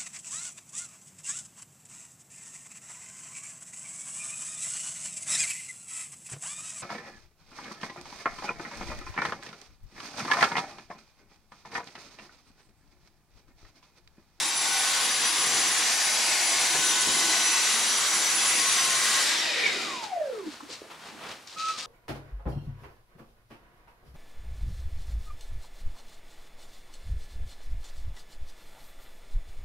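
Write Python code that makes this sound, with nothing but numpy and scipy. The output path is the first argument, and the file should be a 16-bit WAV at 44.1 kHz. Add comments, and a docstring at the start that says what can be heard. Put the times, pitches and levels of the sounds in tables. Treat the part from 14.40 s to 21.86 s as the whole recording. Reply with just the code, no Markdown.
"""A cordless stick vacuum rolls over a wooden floor: turbulent air rushes through its ducts under
the shaft harmonics of a very fast motor and the hum of the roller. Three times it presses against the
skirting board, and the loaded roller slows. At 4.8 s it is switched off: the rush collapses and, as drag
and friction brake the shaft, the whine glides down through the casing's resonances, with a brief chirp
early in its fall. Then the machine is handled: light knocks, stick-slip rubbing and a few squeaks."""
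import sys
import numpy as np
from scipy import signal
from scipy.fft import irfft, next_fast_len
from scipy.io import wavfile
from scipy.ndimage import uniform_filter1d

SR = 44100
rng = np.random.default_rng(int(sys.argv[2]) if len(sys.argv) > 2 else 0)


def wav_record(signal):
    """Record a signal, one row per channel, as 16-bit PCM in the file named by sys.argv[1]."""
    frames = np.transpose(np.atleast_2d(signal))
    bounded = np.clip(frames, -1, 1)
    # unit amplitude maps onto the largest positive 16-bit level
    quanta = np.round(bounded * 32767).astype(np.int16)
    wavfile.write(sys.argv[1], SR, quanta)


N = 328986
T = np.arange(N) / SR
BIN_HZ = np.fft.rfftfreq(1024, 1 / SR)
FRAME_T = np.arange(N // 256 + 5) * 256 / SR

# likeness of left and right: f/Hz, correlation
COHERENCE = [(60, 0.51), (130, 0.91), (290, 0.99), (640, 0.88), (1410, 0.72), (3100, 0.72), (6820, 0.7),
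             (15000, 0.71)]
# left minus right: f/Hz, level/dB
BALANCE = [(60, 1), (110, -4.5), (200, -2), (380, -2), (700, -1), (1290, 0.0), (2380, 1.5), (4400, 2.0),
           (8120, 1), (15000, 0.5)]
# spectrum of the quiet room: f/Hz, relative level/dB
ROOM_SPECTRUM = [(25, -24), (60, -11.5), (105, -4.5), (165, -12), (230, -4.5), (420, -4), (560, -4),
                 (1300, -2), (4000, -9), (8000, -14), (9500, -15.5), (15800, -29)]
# hollow gliding tones, the coasting motor's low falling note and then two faint ones during handling:
# middle t/s, half length/s, f/Hz, glide/(octaves/s), level/dB
HOLLOW_TONES = [(5.24, .2, 455, -1, -44), (6.237, .03, 300, 3, -49.5), (6.748, .05, 269, -4, -53)]
# soft noise swells, the last of the dying air rush (first row) and rubbing strokes:
# peak t/s, rise/s, fall/s, dull level/dB, bright level/dB
NOISE_SWELLS = [(5.96, 0.17, 0.16, -52, -56.5), (5.64, .018, 0.023, -42.5, -40),
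                (6.135, 0.078, 0.081, -51, -49.5), (6.33, 0.035, 0.033, -50, -41),
                (6.515, 0.012, .05, -45.5, -59), (6.67, 0.067, 0.075, -47, -51),
                (6.87, 0.084, 0.056, -41.5, -55), (6.92, 0.057, 0.029, -44, -47.5),
                (7.078, .005, 0.2, -71, -48), (7.2, 0.018, 0.11, -54, -37),
                (7.305, .045, 0.059, -48, -38.5), (7.388, .015, 0.075, -47, -37)]
# spectra of their dull and bright parts: f/Hz, relative level/dB
DULL_SPECTRUM = [(30, -22), (110, -5), (240, 0), (480, 0.5), (950, 3), (1800, -0.5), (3500, -4.5),
                 (7000, -21), (9400, -19), (11000, -25), (15800, -33)]
BRIGHT_SPECTRUM = [(300, -28), (1500, -3.5), (2800, 2), (4400, 6), (6000, 1), (8400, -6), (9400, -11),
                   (10300, -16), (12000, -26), (15800, -33)]
# friction squeaks: start t/s, length/s, f/Hz, level/dB
SQUEAK_EVENTS = [(7.158, 0.15, 1292, -31.5), (7.33, 0.044, 1220, -43.5), (7.415, 0.042, 1267, -42.5)]
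# blows to head and casing: t/s, level/dB, centre f/Hz, width/octaves, T60/s
IMPACTS = [(0.979, -44, 140, 0.88, 0.16), (1.039, -37, 243, 1.1, 0.18), (2.333, -37.5, 115, 1.3, 0.14),
           (2.347, -28.5, 600, 1.3, .1), (2.379, -36, 162, 1.7, 0.13), (2.668, -32, 240, 1.6, 0.27),
           (2.70, -43, 190, 1.1, .2), (5.349, -37, 250, 0.33, 0.11), (5.415, -35, 4000, .7, .08),
           (6.203, -30.5, 1160, 0.18, 0.042), (6.287, -41.5, 433, 0.81, 0.15),
           (6.417, -32.5, 430, 0.46, 0.035), (6.44, -44.5, 430, 0.62, .15), (6.513, -38, 1000, 0.63, 0.063),
           (6.744, -50, 300, 1.2, 0.12), (7.073, -41, 4970, 0.41, 0.036), (7.158, -44, 250, .9, 0.11)]
# howl of the head over the open floor: t/s, f/Hz, level/dB
HEAD_HOWL = [(0, 827, -49), (.4, 787, -41), (.62, 772, -53)]
# the head presses against the skirting board: t/s, half length/s, load (0-1)
BOARD_PRESSES = [(1.16, 0.14, 0.94), (2.844, .13, 0.77), (4.549, .2, .85)]
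# gear whine, louder when the head is near: t/s, level/dB
GEAR_LEVEL = [(0, -47), (1.9, -46), (2.5, -45), (3.1, -41), (3.5, -50), (4.25, -39.5), (4.8, -40.5)]
# air flow under power: t/s, level/dB
FLOW_LEVEL = [(0.0, -27.5), (0.13, -30), (0.48, -26.5), (0.77, -28), (1.02, -26.5), (3.02, -26),
              (3.96, -26), (4.8, -25)]
# spectrum of the turbulence: f/Hz, relative level/dB
FLOW_SPECTRUM = [(18, -72), (30, -93), (80, -56), (134, -25.5), (335, -14), (537, -13), (1060, -6),
                 (1270, -7), (1990, -3.5), (2460, -4.5), (5120, -4), (5830, -5), (8000, -7.5), (9860, -7.5),
                 (10700, -15), (11500, -18.5), (15800, -33)]
# resonances of head, wand and bin: f/Hz, width/Hz, gain/dB
DUCT_MODES = [(152, 20, 5), (223.6, 16.4, 9.5), (252, 14, -1), (327.4, 15, 7), (391.5, 12, 6), (472, 15, 4),
              (671, 14, 3.5), (766, 77, 4), (928, 39, 3.5), (2010, 81, 3), (3786, 50, 3.5), (7150, 680, 4),
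              (9610, 520, -6.5)]
# how the flow's rumble and its loss of hiss spread over the spectrum: f/Hz, weight on the dB change
RUMBLE_WEIGHT = [(400, 0.8), (1500, 0.083)]
HISS_WEIGHT = [(450, 0.34), (900, 0.51), (2200, 0.13), (4000, 0.21), (8000, 1.11), (12000, 1.2)]
# whistle at the shaft rate: t/s, level/dB
WHISTLE_LEVEL = [(0.0, -50), (0.23, -51), (0.27, -38.5), (0.61, -39.5), (0.69, -51), (2.87, -38.5),
                 (3.52, -49), (4.59, -44), (4.8, -41)]
# the wand swings the exhaust toward the listener and order 4 swells: t/s, half length/s, gain/dB
EXHAUST_SWINGS = [(1.2, .1, 6), (2.513, .09, 8), (3.1, .13, 8.5), (3.826, 0.037, 7), (4.31, .17, 6.5)]
# weaker partials under power: order (multiple of the shaft rate), level/dB
WEAK_ORDERS = [(3.908, -47), (5, -44.5), (6, -55)]
# partials while coasting: order, level/dB re order 4, scatter ratio, lowest and highest radiated f/Hz
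COASTING_ORDERS = [(1, -3, 3, 380, 700), (4, 0, .45, 295, 7000), (4.4, -10, .8, 400, 3000),
                   (7, -1.5, 1.2, 5200, 9500), (11.5, -9.5, 1.8, 1000, 1950)]
# resonances that the falling whine sweeps through: f/Hz, width/Hz, gain/dB
CASING_MODES = [(5640, 250, 14), (3450, 200, 12), (2520, 140, 5), (1480, 160, -7), (1160, 110, 4),
                (870, 55, 7), (736, 30, 10.5), (681, 31, 12), (653, 9.2, -9), (628, 37, 13.5),
                (512, 110, 7.5), (316, 19, 13)]

SHAFT_HZ, OFF_S = 1493.5, 4.825  # shaft rate under power; switch-off
AIR_DRAG, FRICTION = .0031, 256  # braking: per turn; turns/s^2
FOURTH_DB, SEVENTH_DB, COAST_DB = -36.5, -35, -41.5  # the two main whines; order 4 while coasting
HUM_HZ, SAG_HZ = 136.1, 4  # the free roller's hum; its drop at full load
TURN_DB, HUM_DB, LOAD_HUM_DB = -73.5, -66.5, 10  # roller's turn rate; its hum; gain at full load
RUNOUT_S, RUNOUT_DB, RUNOUT_POWER = 0.82, -15, 3.54  # the rush holds, then falls this far in this time
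LOAD_RUMBLE_DB, STALL_DB, HISS_LOSS_DB = 2.5, 12.5, -11  # before the spectral weights
STALL_S, STALL_HALF_S, HISS_LOSS_S = 5.51, 0.25, 0.27
CHIRP_S, CHIRP_HZ, CHIRP_SAG_HZ_PER_S = 5.265, 2262, 960
SQUEAK_ATTACK_S, SQUEAK_RELEASE_S, SQUEAK_GROW_DB = 0.013, .012, 4.5
SCOOP, SCOOP_S = 0.031, 0.0156  # a squeak slides up to pitch from this fraction below


def gain_of(db):
    """Amplitude ratio of a level in decibels."""
    return 10 ** (np.asarray(db) / 20)


def unit_rms(x):
    """Normalisation to rms 1."""
    return x / np.sqrt(np.mean(abs(x) ** 2) + 1e-20)


def at_hz(points, hz):
    """Interpolation of a spectrum table in log frequency."""
    f, value = np.transpose(points)
    return np.interp(np.log(hz + 1), np.log(f + 1), value)


def at_time(rows, t):
    """Linear interpolation of each column of a time table."""
    s, *columns = np.transpose(rows)
    return [np.interp(t, s, c) for c in columns]


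def swell(t, s, half_s):
    """Gaussian pulse of height 1 around the time s."""
    return np.exp(-((t - s) / half_s) ** 2)


def powered(fade_s):
    """Unity until switch-off, then exponential decay."""
    return np.exp(-np.maximum(T - OFF_S, 0) / fade_s)


def load(t):
    """Contact load of the head on the skirting board, 0-1."""
    return sum(weight * swell(t, s, half_s) for s, half_s, weight in BOARD_PRESSES)


def resonance_db(modes, hz):
    """Sum of Lorentzian peaks and dips, in dB."""
    return sum(db / (1 + (2 * (hz - f) / width) ** 2) for f, width, db in modes)


def wander(rate_hz):
    """Complex low-pass noise of rms 1 that changes at about this rate."""
    f = np.fft.fftfreq(8192, 1 / 1000)
    z = np.fft.ifft(np.exp(2j * np.pi * rng.random(len(f))) / (1 + (f / rate_hz) ** 2))
    return unit_rms(np.interp(T, np.arange(len(f)) / 1000, z))


def patches(frames, bins):
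    """Random field of rms 1, smoothed over time and frequency."""
    z = rng.standard_normal((len(FRAME_T), len(BIN_HZ)))
    return unit_rms(uniform_filter1d(uniform_filter1d(z, frames, 0), bins, 1))


def stereo_spectra(hz):
    """Partly coherent random spectra for left and right, most alike in the upper bass."""
    a, b, c, d = rng.standard_normal((4, len(hz)))
    coherence = np.clip(at_hz(COHERENCE, hz), -1, 1)
    left = a + 1j * b
    right = coherence * left + np.sqrt(1 - coherence ** 2) * (c + 1j * d)
    lean = gain_of(at_hz(BALANCE, hz) / 2)
    return np.array([left * lean, right / lean])


def noise(spectrum, modes=()):
    """Stereo noise of about rms 1, shaped by a spectrum and any resonances."""
    size = next_fast_len(N, True)
    hz = np.fft.rfftfreq(size, 1 / SR)
    colour = gain_of(at_hz(spectrum, hz) + resonance_db(modes, hz))
    x = irfft(stereo_spectra(hz) * colour, size)[:, :N]
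    return x / x.mean(0).std()


def tone(hz, db, scatter, flutter_hz):
    """Multipath interference: a partial beats with its reflections as the machine moves."""
    shared = wander(flutter_hz)
    paths = np.array([1 + scatter * (shared + 1.32 * wander(flutter_hz)) for _ in range(2)])
    carrier = np.exp(2j * np.pi * np.cumsum(hz) / SR)
    return np.sqrt(2) * gain_of(db) * (unit_rms(paths) * carrier).real


def room_tone(db=-52):
    """Stationary background noise of the quiet room."""
    return gain_of(db) * noise(ROOM_SPECTRUM)


def reverberation(x, t60=0.36):
    """Sparse reflections from floor and walls decay exponentially, mostly alike left and right."""
    t = np.arange(SR // 2) / SR
    taps = rng.standard_normal((3, len(t)))
    arrivals = (rng.random(len(t)) < 2000 / SR) * (t > .003)  # 2000 a second, after 3 ms
    taps *= arrivals * gain_of(-60 * t / t60)
    taps = taps[0] + 0.5 * taps[1:]
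    return signal.fftconvolve(x, taps / np.linalg.norm(taps[0]), axes=1)[:, :N]


def hollow_tones():
    """Random modulation makes gliding tones breathy: the coasting motor's low note, then two more."""
    out = np.zeros((2, N))
    for s, half_s, hz, glide, db in HOLLOW_TONES:
        octaves = glide * np.clip(T - s, -2 * half_s, 2 * half_s)
        out += tone(hz * 2 ** octaves, db, scatter=2.2, flutter_hz=70) * swell(T, s, half_s)
    return out


def noise_swells():
    """Incoherent noises add in power: the last of the dying air rush, and strokes of rubbing."""
    dull_power, bright_power = np.zeros((2, N))
    for s, rise, fall, dull_db, bright_db in NOISE_SWELLS:
        envelope = np.where(T < s, swell(T, s, rise), np.exp(-abs(T - s) / fall))
        dull_power += (gain_of(dull_db) * envelope) ** 2
        bright_power += (gain_of(bright_db) * envelope) ** 2
    dull = noise(DULL_SPECTRUM) * gain_of(1.8 * wander(90).real)
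    bright = noise(BRIGHT_SPECTRUM) * gain_of(3.1 * wander(164).real)
    return dull * np.sqrt(dull_power) + bright * np.sqrt(bright_power)


def squeaks():
    """Self-excited vibration: a rubbing surface locks into a tone that grows until it lets go."""
    hz, envelope = np.full(N, float(SQUEAK_EVENTS[0][2])), np.zeros(N)
    for s, length, pitch, db in SQUEAK_EVENTS:
        t = np.maximum(T - s, 0)
        hz = np.where(T >= s, pitch * (1 - SCOOP * np.exp(-t / SCOOP_S)), hz)
        growth = gain_of(db - SQUEAK_GROW_DB * np.maximum(1 - t / length, 0))
        attack = 1 - np.exp(-t / SQUEAK_ATTACK_S)
        release = np.exp(-np.maximum(t - length, 0) / SQUEAK_RELEASE_S)
        envelope += growth * attack * release
    hz *= 1 + 0.0073 * wander(60).real
    harmonics = tone(hz, db=0, scatter=0.18, flutter_hz=40)
    harmonics += tone(2 * hz, db=-15, scatter=0.91, flutter_hz=70)
    harmonics += tone(3 * hz, db=-20, scatter=1.2, flutter_hz=90)
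    return envelope * harmonics


def knocks():
    """Damped free vibration: a struck part rings briefly in its own band; heavy parts start slowly."""
    out, t = np.zeros((2, N)), np.arange(2 ** 14) / SR
    hz = np.fft.rfftfreq(len(t), 1 / SR)
    low_cut = hz ** 3 / (hz ** 3 + 75 ** 3)
    for s, db, centre, octaves, t60 in IMPACTS:
        band = (1 + (np.log2((hz + 1) / centre) / octaves) ** 2) ** -1.4
        ring = unit_rms(irfft(stereo_spectra(hz) * band * low_cut))
        envelope = gain_of(db - 60 * t / t60) * (1 - np.exp(-t * centre))
        span = out[:, round(s * SR):][:, :len(t)]
        span += (ring * envelope)[:, :span.shape[1]]
    return out


def chirp():
    """Narrow-band noise, heard as a fuzzy, sinking whistle, with a clean tone at its peak."""
    hz = CHIRP_HZ - CHIRP_SAG_HZ_PER_S * (T - CHIRP_S)
    clean = tone(hz, db=-18.5, scatter=0.17, flutter_hz=80) * swell(T, CHIRP_S, half_s=0.0072)
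    fuzzy = tone(hz, db=-30, scatter=4.0, flutter_hz=171) * swell(T, CHIRP_S, half_s=0.088)
    return clean + fuzzy


def roller():
    """Rotation tones: load from the skirting board lowers their pitch and strengthens the hum."""
    pressed = load(T)
    hz = HUM_HZ - SAG_HZ * pressed
    gear_db = at_time(GEAR_LEVEL, T)[0]
    turn = tone(hz / 2, TURN_DB, scatter=.1, flutter_hz=5) * (1 - pressed)
    hum = tone(hz, HUM_DB + LOAD_HUM_DB * pressed, scatter=0.12, flutter_hz=7.5)
    gears = tone(8 * hz, gear_db, scatter=0.57, flutter_hz=9)
    gears += tone(14 * hz, gear_db - 1.5, scatter=3.0, flutter_hz=22)
    return (turn + hum + gears) * powered(fade_s=0.029)


def howl(fade_s=0.026):
    """The head howls softly over the open floor: a sinking tone, broadened by random modulation."""
    hz, db = at_time(HEAD_HOWL, T)
    release = np.exp(-np.maximum(T - HEAD_HOWL[-1][0], 0) / fade_s)
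    return tone(hz, db, scatter=2.2, flutter_hz=35) * release


def airflow():
    """Broadband turbulence filtered by duct resonances; the hiss dies first when the fan slows."""
    turbulence = np.pad(noise(FLOW_SPECTRUM, DUCT_MODES), ((0, 0), (0, 2048)))
    spectra = signal.stft(turbulence, nperseg=1024, noverlap=768)[2][..., :len(FRAME_T)]
    t = FRAME_T[:, None]
    coasted = np.maximum(t - OFF_S, 0)
    rush = at_time(FLOW_LEVEL, t)[0] + RUNOUT_DB * (coasted / RUNOUT_S) ** RUNOUT_POWER
    # the flow turns rumbly under load and as it dies
    rumble = LOAD_RUMBLE_DB * load(t) + STALL_DB * swell(t, STALL_S, STALL_HALF_S)
    hiss_loss = HISS_LOSS_DB * np.minimum(coasted / HISS_LOSS_S, 1)
    db = rush + rumble * at_hz(RUMBLE_WEIGHT, BIN_HZ) + hiss_loss * at_hz(HISS_WEIGHT, BIN_HZ)
    db += 2.3 * patches(frames=90, bins=2)  # the moving wand shifts the room's ripple
    db += .5 * patches(frames=12, bins=14) + .45 * patches(frames=8, bins=400)  # the flow flickers
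    return signal.istft(spectra * gain_of(db.T), nperseg=1024, noverlap=768)[1][:, :N]


def shaft_speed():
    """Turns per second: steady, then braked by quadratic air drag and constant friction."""
    knee_hz = np.sqrt(FRICTION / AIR_DRAG)  # here drag equals friction
    angle = np.arctan(SHAFT_HZ / knee_hz) - AIR_DRAG * knee_hz * np.maximum(T - OFF_S, 0)
    return np.maximum(knee_hz * np.tan(np.maximum(angle, 0)), 1)


def coasting_whine(speed):
    """Forced vibration: the fan's middle orders excite each casing resonance as they fall through it."""
    whine = np.zeros((2, N))
    for order, db, scatter, low_hz, high_hz in COASTING_ORDERS:
        hz = order * speed
        casing_db = resonance_db(CASING_MODES, hz) * (2 < order < 10)
        rolloff_db = 10 * np.log10(1 + (low_hz / hz) ** 20 + (hz / high_hz) ** 10)
        whine += tone(hz, COAST_DB + db + casing_db - rolloff_db, scatter, flutter_hz=45.54)
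    return whine


def powered_whine(speed):
    """A rotor radiates at multiples of its shaft rate; their levels sway as the wand moves."""
    fourth_db = FOURTH_DB + sum(db * swell(T, s, half_s) for s, half_s, db in EXHAUST_SWINGS)
    whine = tone(speed, at_time(WHISTLE_LEVEL, T)[0], scatter=0.34, flutter_hz=9.5)
    whine += tone(4 * speed, fourth_db + 1.05 * wander(5.1).real, scatter=0.47, flutter_hz=8.4)
    whine += tone(7 * speed, SEVENTH_DB + 1.05 * wander(0.87).real, scatter=1.0, flutter_hz=16.6)
    for order, db in WEAK_ORDERS:
        whine += tone(order * speed, db, scatter=0.93, flutter_hz=21)
    return whine


def motor():
    """Pitch follows the slightly wavering shaft speed, under power and then coasting."""
    speed = shaft_speed() * (1 + .0016 * wander(1.5).real)
    on = powered(fade_s=.05)
    return powered_whine(speed) * on + coasting_whine(speed) * (1 - on)


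def scene():
    """Superposition of the short sounds and their reflections, the quiet room and the machine."""
    short_sounds = knocks() + noise_swells() + squeaks() + hollow_tones()
    background = room_tone() + gain_of(-8.5) * reverberation(short_sounds)
    return background + short_sounds + airflow() + roller() + howl() + motor() + chirp()


def record(dry):
    """Band limiting by a linear-phase low-pass filter at 15.8 kHz."""
    low_pass = signal.firwin(511, 15800, window=("kaiser", 9), fs=SR)
    return signal.oaconvolve(dry, low_pass[None], "same")


dry = scene()
out = record(dry)
wav_record(out)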